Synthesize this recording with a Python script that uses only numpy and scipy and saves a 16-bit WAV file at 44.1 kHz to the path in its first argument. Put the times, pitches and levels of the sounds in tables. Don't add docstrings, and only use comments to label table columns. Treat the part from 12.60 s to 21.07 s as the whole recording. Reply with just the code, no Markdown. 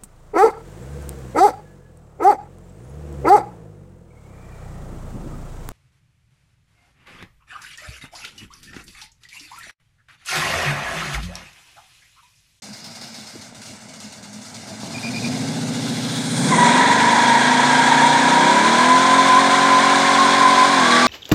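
import sys
import numpy as np
from scipy import signal
from scipy.io import wavfile
from scipy.ndimage import uniform_filter1d

SR = 44100
rng = np.random.default_rng(int(sys.argv[2]) if len(sys.argv) > 2 else 0)


def decibels_to_gain(level_db):
    exponent = np.asarray(level_db, float) / 20
    return 10 ** exponent


def persist_wave(psi):
    counts = np.round(np.clip(psi, -1, 1) * 32767).astype(np.int16)
    wavfile.write(sys.argv[1], SR, np.atleast_2d(counts).T)


N = 373527

# time_s, throttle_0to1, tyre_slip_0to1, intake_whistle_0to1
DRIVE = [(0, 0, 0.16, 0.3), (.25, 0, 0.36, 0.74), (.75, 0.01, 0.36, 0.57), (.9, 0, .3, 0.33),
         (1.8, 0.04, 0.21, 0.26), (2.2, 0.28, 0.36, 0.44), (2.7, 0.7, 0.42, .55), (3.05, 0.72, 0.42, 0.38),
         (3.25, 0.73, 0.57, 0.58), (3.7, 0.74, 0.82, 0.77), (3.87, 0.98, 0.86, 0.95), (3.96, 1, 0.8, 0.34),
         (4.36, 0.86, 0.71, 0.34), (6, 0.92, 0.69, 0.3), (8.2, 0.89, 0.76, 0.51), (8.34, 0.95, 0.8, 0.57),
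         (8.47, 0.98, 0.7, .7)]
# time_s, cycles_per_s
SPEED = [(0, 5.95), (2.03, 5.95), (2.55, 11.5), (2.75, 13.7), (2.94, 14.5), (3.7, 14.4), (3.77, 15.1),
         (4.01, 20.3), (4.25, 24.3), (4.55, 26.6), (5.58, 29.8), (5.87, 33.0), (6.22, 41.1), (6.41, 44.4),
         (6.73, 45.4), (8.13, 46.7), (8.27, 40.3), (8.47, 41.1)]
ORDER_SPEEDS = [16, 22, 28.5, 33, 44]
# multiple, level_db at each speed
ORDERS_DB = [(2, 0, -4, 0, 0, -20), (3, -5, -5, -4, -9, -6), (4, 6, 3, -6, -21, -7.5),
             (5, 5, -3.5, 1, -2.5, -3), (6, 1, -8, -16.5, 2.5, 2.5), (7, -6, -4, -11.5, -1, -16),
             (8, 6, -8, -9.5, -0.5, -0.5), (9, 5, -6.5, 1.5, 3, -3.5), (10, -22, -14, -6, -10, -29),
             (11, 2.5, 2, -3, 3.5, -10.5), (12, -9, -6, -17, -9, 2), (13, -6, -7.5, -0.5, -11, -12),
             (14, -20, -11, -3.5, -18, -4.5), (15, -1, -7, -9, -3, -7.5), (16, -4, -1, -8.5, 2, 2),
             (17, -1.5, -4.5, 2, -5, -2.5)]
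RASP_DB = [-1.5, 6, 4.5, 10, 10.5]
RASP_HZ = (245, 330, 766, 990)
MUFFLE_DB = [-7, -4, 4, -2, 1.5]
CYLINDERS_DB = [3, -2.5, 0, 7.5, -2.5, -1, 1, 2]
# pitch_hz, level_db
PIPE = [(70, -39.5), (115, -12), (165, -2.5), (205, -4.5), (250, 2.5), (310, -13.5), (400, -15.5),
        (480, -14.5), (620, -15), (800, -11.5), (1200, -22.5), (2500, -63), (6000, -94)]
# cycles_per_s, level_db
UNEVEN = [(8.5, 0), (14, -11), (30, -9), (44, -13), (46, -15)]
# pitch_ratio, width_hz, level_db
DRONE_PARTIALS = [(0.5, 44, -3.5), (1, 9.4, 0), (1.5, 22, -15), (3, 56, -11.5)]
# pitch_hz, level_db
AIR = [(240, -30), (400, -9), (604, -1), (652, -4.5), (1150, -8.5), (1450, -8), (2180, -5), (2510, -9),
       (2790, -8), (3150, -20), (4760, -0.5), (8650, -12), (10500, -17.5), (12700, -21.5), (15500, -35)]
# pitch_hz, level_db
SCRUB = [(240, -31), (400, -13.5), (546, -17), (597, -22), (723, -7.5), (827, -8.5), (1000, -2.5),
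         (1220, -3), (1610, -14.5), (2130, -12), (2630, -24), (3480, -16), (4610, -29.5), (8590, -31.5),
         (13800, -63.5)]
# pitch_hz, width_hz, level_db
SCRUB_MODES = [(1611, 222, 12.5), (3330, 270, 7.5), (2980, 380, -4.5), (1186, 160, -11), (6640, 1500, 4.5),
               (8790, 650, 5.5), (2340, 430, 7)]
# delay_s, share, treble_edge_hz
ROAD_ECHO = (0.00139, 0.55, 4500)
# start_s, level_db
GASPS = [(0.021, -22), (0.1301, -24), (0.2418, -24), (0.3112, -28), (0.3506, -25), (0.411, -20),
         (0.47, -34), (0.5427, -24), (0.6684, -32), (0.8116, -34), (0.857, -45), (0.9467, -28),
         (1.0161, -24), (1.0565, -24), (1.2027, -30), (1.2845, -27.5), (1.3349, -25), (1.4012, -20),
         (1.4805, -37), (1.5219, -23.5), (1.6272, -22.5), (1.6706, -39), (1.729, -21.5), (1.8128, -23),
         (1.8502, -23), (1.943, -22.5), (1.9849, -39), (2.0353, -33), (2.0727, -30)]
# start_s, level_db, pitch_hz
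KNOCKS = [
    (0.756, -27, 376),
    (0.762, -28, 330),
]
# start_s, length_s, level_db, pitch_ratio
CHIRPS = [
    (2.341, .052, -33, 1),
    (2.428, .07, -30, 1),
    (2.53, .066, -32, 1),
    (2.621, .062, -31, 1),
    (2.712, .042, -40, 1),
    (2.78, .06, -47, .88),
    (2.86, .06, -45, .9),
]
# time_s, pitch_hz, level_db
TONE = [(3.95, 970, -17), (4.7, 952, -18), (5.3, 948, -18), (5.75, 957, -17), (6.3, 1012, -17),
        (6.8, 1042, -17), (7.05, 1025, -17), (7.7, 1042, -17), (8.18, 1052, -16.5), (8.26, 1135, -22),
        (8.47, 1155, -22.5)]
# time_s, half_length_s, level_db, pitch_shift_hz
SNAGS = [
    (5.332, .03, 4.5, -25),
    (5.434, 0.034, 3, -10),
    (6.635, .02, -22, 2.5),
    (7.848, 0.041, 8, -34.5),
]
# cycles_per_s, octave_db, shadow_note_db, waver_share
OVERTONES = [(22, -9, -13, .008), (27.5, -11, -9, .013), (31, -16, -11, .009), (41, -20, -15, .008)]
# time_s, pitch_hz, level_db, roughness_share
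STRAND = [(3.9, 1746, -43, 0.017), (4.2, 1722, -24, 0.021), (4.7, 1682, -21, .02), (5.3, 1641, -17, 0.024),
          (5.9, 1645, -21.5, .04), (6.8, 1581, -21, 0.055), (8.47, 1600, -23, 0.068)]
# rest_db, per_throttle_db, per_slip_db, per_whistle_db, once_loose_db
EXHAUST_LAW = (-49, 33.5, 0, -2, -1.5)
DRONE_LAW = (-50, 34, 2, 0.5, 0)
HISS_LAW = (-41.5, 10, 6, 6, 7.5)
BODY_LAW = (-55.5, 13, 8, 3.5, 14.5)
WHISTLE_LAW = (-9, -1, -6.5, 25.5, 5.5)
TREAD_LAW = (-2.5, 0.5, 5, 6.5, 1)
BRIGHT_LAW = (-10.5, -3.5, 21.5, 21.5, -9.5)
# pitch_hz, level_db
MASK = [(8500, -10), (10300, -2), (11000, -3.5), (12300, -1.5), (13700, -25), (14200, 4), (15800, 4)]


def evened(x):
    return x / np.sqrt(np.mean(x ** 2) + 1e-20)


def steady(x, size=11025):
    power = uniform_filter1d(uniform_filter1d(x ** 2, size), size)
    return x / np.sqrt(power + 1e-20)


def drift(hz, size=N):
    return evened(signal.lfilter(*signal.butter(2, hz, fs=SR), rng.standard_normal(size)))


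def read(points, hz):
    f, value = np.transpose(points)
    return np.interp(np.log(hz + 1), np.log(f + 1), value)


def curves(rows, t):
    s, *columns = np.transpose(rows)
    return [np.interp(t, s, c) for c in columns]


def bump(hz, centre_hz, width_hz):
    return 1 / (1 + (2 * (hz - centre_hz) / width_hz) ** 2)


def resonate(x, hz, width_hz):
    turn = np.exp(2j * np.pi * np.cumsum(hz * np.ones(len(x))) / SR)
    r = np.exp(-np.pi * width_hz / SR)
    return 2 * (turn * signal.lfilter([1 - r], [1, -r], x / turn + 1e-18)).real


def causal(points, size=8192):
    log_gain = np.log(decibels_to_gain(read(points, abs(np.fft.fftfreq(size, 1 / SR)))))
    return np.fft.ifft(np.exp(log_gain - 1j * signal.hilbert(log_gain).imag)).real[:size // 2]


def law(terms, t):
    rest, *per = terms
    loose = np.clip((t - 3.824) / 0.23, 0, 1)
    state = curves(DRIVE, t) + [loose]
    return rest + sum(p * s for p, s in zip(per, state))


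def engine_speed(t):
    return curves(SPEED, t)[0]


def lope(t):
    speed = engine_speed(t)
    idling = np.clip((13 - speed) / 4, 0, 1)
    swing = np.cos(2 * np.pi * (np.cumsum(speed) / SR - .667))
    return decibels_to_gain(3.3 * idling * (swing + 0.26 * drift(12)))


def even_firing(t, speed, cycle):
    slow, coarse = t[::256], t[::8]
    slow_speed, coarse_cycle = speed[::256], cycle[::8]
    rasp_db = np.interp(slow_speed, ORDER_SPEEDS, RASP_DB)
    muffle_db = np.interp(slow_speed, ORDER_SPEEDS, MUFFLE_DB)
    even = np.zeros(len(coarse))
    for k in range(2, 61):
        hz = k * slow_speed
        row = k - 2 if k < 10 else 8 + (k - 10) % 8
        db = np.interp(slow_speed, ORDER_SPEEDS, ORDERS_DB[row][1:]) + read(PIPE, hz)
        db += rasp_db * np.interp(hz, RASP_HZ, [0, 1, 1, 0])
        db += muffle_db * np.clip(hz / 250 - 2, 0, 1)
        db += 1.46 * np.sin(2 * np.pi * (rng.uniform(1, 4.7) * slow + rng.random()))
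        bank = np.sum(decibels_to_gain(CYLINDERS_DB) * np.exp(-2j * np.pi * k * np.arange(8) / 8))
        phase = np.angle(bank) - .19 * min(k, 19) ** 2
        phase += 2.2 * np.sin(.57 * k) * (k > 19)
        even -= np.interp(coarse, slow, decibels_to_gain(db)) * np.cos(2 * np.pi * k * coarse_cycle + phase)
    return signal.resample_poly(even, up=8, down=1)[:N]


def uneven_firing(speed, cycle):
    fired = np.flatnonzero(np.diff(np.floor(8 * cycle)) > 0)
    luck = rng.standard_normal((3000, 2))[:len(fired)]
    shift = (0.137 * luck[:, 0] * SR / 8 / speed[fired]).astype(int)
    late = np.clip(fired + shift, 0, N - 1)
    strength = 0.52 + 0.71 * np.tanh(luck[:, 1])
    blows = np.zeros(N)
    blows[late] = -decibels_to_gain(CYLINDERS_DB)[np.arange(len(fired)) % 8] * strength
    blows += 0.042 * rng.standard_normal(N)
    return signal.oaconvolve(blows, causal(PIPE))[:N]


def exhaust(t):
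    speed = engine_speed(t)
    cycle = np.cumsum(speed * (1 + .002 * drift(6))) / SR
    even = steady(even_firing(t, speed, cycle))
    uneven = steady(uneven_firing(speed, cycle))
    change = uniform_filter1d(abs(np.gradient(np.log(speed))) * SR, size=4000)
    share = decibels_to_gain(np.minimum(curves(UNEVEN, speed)[0] + change, 0))
    mix = share * uneven + np.sqrt(np.clip(1 - share ** 2, 0, 1)) * even
    return decibels_to_gain(law(EXHAUST_LAW, t)) * np.sqrt(lope(t)) * mix


def drone(t):
    hz = 211.5 + 29.5 * curves(DRIVE, t)[0] + 4 * drift(1.45)
    air = rng.standard_normal(N)
    note = np.zeros(N)
    for ratio, width_hz, db in DRONE_PARTIALS:
        once = resonate(air, ratio * hz, width_hz)
        note += decibels_to_gain(db) * evened(resonate(once, ratio * hz, 2 * width_hz))
    fade = np.clip((2.95 - t) / 0.64, 0, 1)
    return decibels_to_gain(law(DRONE_LAW, t)) * lope(t) * note * fade


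def rush_colour(hz, at, slip):
    scrub_db = read(SCRUB, hz) + sum(g * bump(hz, f, w) for f, w, g in SCRUB_MODES)
    delay, share, edge_hz = ROAD_ECHO
    comb = abs(1 + share / (1 + (hz / edge_hz) ** 2) * np.exp(-2j * np.pi * hz * delay))
    db = np.outer(read(AIR, hz) + 20 * np.log10(comb), 1 - slip) + np.outer(scrub_db, slip)
    db += np.outer(bump(hz, 5000, 1200), law(WHISTLE_LAW, at))
    db += np.outer(bump(hz, 4010, 580), law(TREAD_LAW, at))
    db += np.outer(np.log2(np.maximum(hz, 8000) / 8000), law(BRIGHT_LAW, at))
    spray_db = 20.5 * np.clip(1 - abs(at - 3.84) / 0.39, 0, 1)
    return db + np.outer(bump(hz, 8500, 8000), spray_db)


def carburettor_gulps(t):
    gulps, idle = np.zeros(N), round(2.5 * SR)
    for s, peak_db in GASPS:
        u = np.maximum(t[:idle] - s, 0)
        gulps[:idle] += decibels_to_gain(2 * (peak_db + 28)) * (1 - np.exp(-u / 0.001)) * np.exp(-u / 0.049)
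    return np.where(t < 2.2, steady(np.sqrt(0.061 + gulps), size=9000), 1)


def rush(t):
    frames, hz = N // 128 + 5, np.fft.rfftfreq(512, 1 / SR)
    a, b, patches = rng.standard_normal((frames, 257, 3)).T
    patches = evened(uniform_filter1d(uniform_filter1d(patches, 3, 0), 14, 1))
    at = np.arange(frames) * 128 / SR
    slip = np.clip(curves(DRIVE, at)[1], 0, 1)
    db = rush_colour(hz, at, slip)
    z = (a + 1j * b) * decibels_to_gain((2.0 - 1.54 * slip) * patches + db)

    def part(weight, low_hz, high_hz):
        band = (hz > low_hz) & (hz < high_hz)
        level = np.sqrt(np.mean(decibels_to_gain(db)[band] ** 2, 0))
        return signal.istft(z * weight / level, nperseg=512, noverlap=384)[1][:N]

    high = np.clip((hz - 2300) / 700, 0, 1)[:, None]
    body, hiss = part(1 - high, 1250, 1800), part(high, 2600, 10000)
    gulps = carburettor_gulps(t)
    depth_db = .8 * np.clip(np.minimum(t - 2.3, 4.2 - t) / .3, 0, 1)
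    beat_db = depth_db * np.cos(2 * np.pi * np.cumsum(engine_speed(t)) / SR) + 0.75 * drift(30)
    hiss = hiss * gulps * decibels_to_gain(law(HISS_LAW, t) + beat_db - 24.0)
    body = body * gulps ** 0.44 * decibels_to_gain(law(BODY_LAW, t) + .5 * beat_db - 9.0)
    return hiss + body


def body_knock(t):
    out = np.zeros(N)
    for s, db, hz in KNOCKS:
        u = np.maximum(t - s, 0)
        out += decibels_to_gain(db) * np.sin(2 * np.pi * hz * u) * np.exp(-u / 0.0027)
    return out


def belt(t):
    out = np.zeros(N)
    wobble = 1 + .023 * drift(150)
    grip = np.clip(1 + .5 * drift(60), 0, 3)
    for s, length, db, ratio in CHIRPS:
        arch = np.clip(1 - abs(2 * (t - s) / length - 1), 0, 1)
        hz = 2445 * ratio * (1 - .012 * arch)
        turns = np.cumsum(hz * wobble) / SR
        on = np.clip(arch * length / 0.014, 0, 1) * decibels_to_gain(db + 2 - 5 * (1 - arch))
        out += on * grip * (np.cos(2 * np.pi * turns) + decibels_to_gain(-7.5) * np.cos(4 * np.pi * turns))
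    return out


def sing(hz, slow, fast, grip, second_db):
    turns = np.cumsum(hz * (1 + slow * drift(15) + fast * drift(110))) / SR
    hold = evened(np.clip(1 + grip * drift(50), 0, 4))
    return hold * np.sqrt(2) * (np.cos(2 * np.pi * turns) + decibels_to_gain(second_db) * np.cos(4 * np.pi * turns))


def squeal(t):
    bite_s = 3.905
    hz, db = curves(TONE, t)
    octave_db, under_db, waver = curves(OVERTONES, engine_speed(t))
    hz = hz + 70 * np.exp(-np.maximum(t - bite_s, 0) / .02)
    for s, half, snag_db, snag_hz in SNAGS:
        shape = np.clip(1 - abs(t - s) / half, 0, 1)
        hz, db = hz + snag_hz * shape, db + snag_db * shape
    clear = sing(hz, waver, .024, .41, octave_db)
    shadow = sing(hz * .94, 0.0145, 0.0221, 0.76, -47)
    near = decibels_to_gain(db + 1.5) * (clear + decibels_to_gain(under_db) * shadow)
    hz, db, rough = curves(STRAND, t)
    other = decibels_to_gain(db - 4.5) * sing(hz, rough, rough, 0.7, -10)
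    return (near + other) * np.clip((t - bite_s) / .03, 0, 1)


def tree_echo(sound):
    lag = np.arange(9000) / SR
    trees = rng.standard_normal(9000) * np.exp(-lag / 0.058) * (lag > .012)
    return signal.oaconvolve(sound, trees / np.linalg.norm(trees))[:N]


def scene():
    t = np.arange(N) / SR
    tyres = squeal(t)
    car = exhaust(t) + drone(t) + rush(t) + body_knock(t) + belt(t)
    return (car + 0.72 * tyres + decibels_to_gain(-6.5) * tree_echo(tyres))[None]


def thin(x):
    hz, _, z = signal.stft(x, SR, nperseg=1024, noverlap=768)
    power = abs(z) ** 2
    local = uniform_filter1d(uniform_filter1d(power, size=4, axis=1), size=4, axis=2)
    mean = uniform_filter1d(uniform_filter1d(power, size=16, axis=1), size=60, axis=2)
    loud_db = 10 * np.log10(mean.sum(1, keepdims=True) + 1e-20)
    limit_db = read(MASK, hz)[:, None] + 0.057 * (loud_db - 1)
    local_db = 10 * np.log10(abs(local / (mean + 1e-20)) + 1e-9)
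    keep = np.clip(local_db - limit_db, 0, 1)
    z = z * np.where(hz[:, None] > 8500, keep, 1)
    return signal.istft(z, SR, nperseg=1024, noverlap=768)[1][:, :N]


def low_pass(x):
    return signal.sosfilt(signal.butter(12, 15610, fs=SR, output="sos"), x)


def record(dry):
    bass_cut = signal.butter(3, 95, "high", fs=SR, output="sos")
    x = signal.sosfilt(bass_cut, 1.059 * np.tanh(dry / 0.86))
    breeze = decibels_to_gain(-77) * drift(55) * decibels_to_gain(4.5 * drift(7))
    x = x + breeze * (1 + 13 * np.sqrt(uniform_filter1d(x ** 2, 8000)))
    x = x - 0.63 * resonate(x[0], 11270, 1200)
    limited = x / (1 + (abs(x) / .74) ** 8) ** (1 / 8)
    start = np.clip((np.arange(N) / SR - 0.0205) / .001, 0, 1)
    return low_pass(thin(limited) * start)


dry = scene()
out = record(dry)
persist_wave(out)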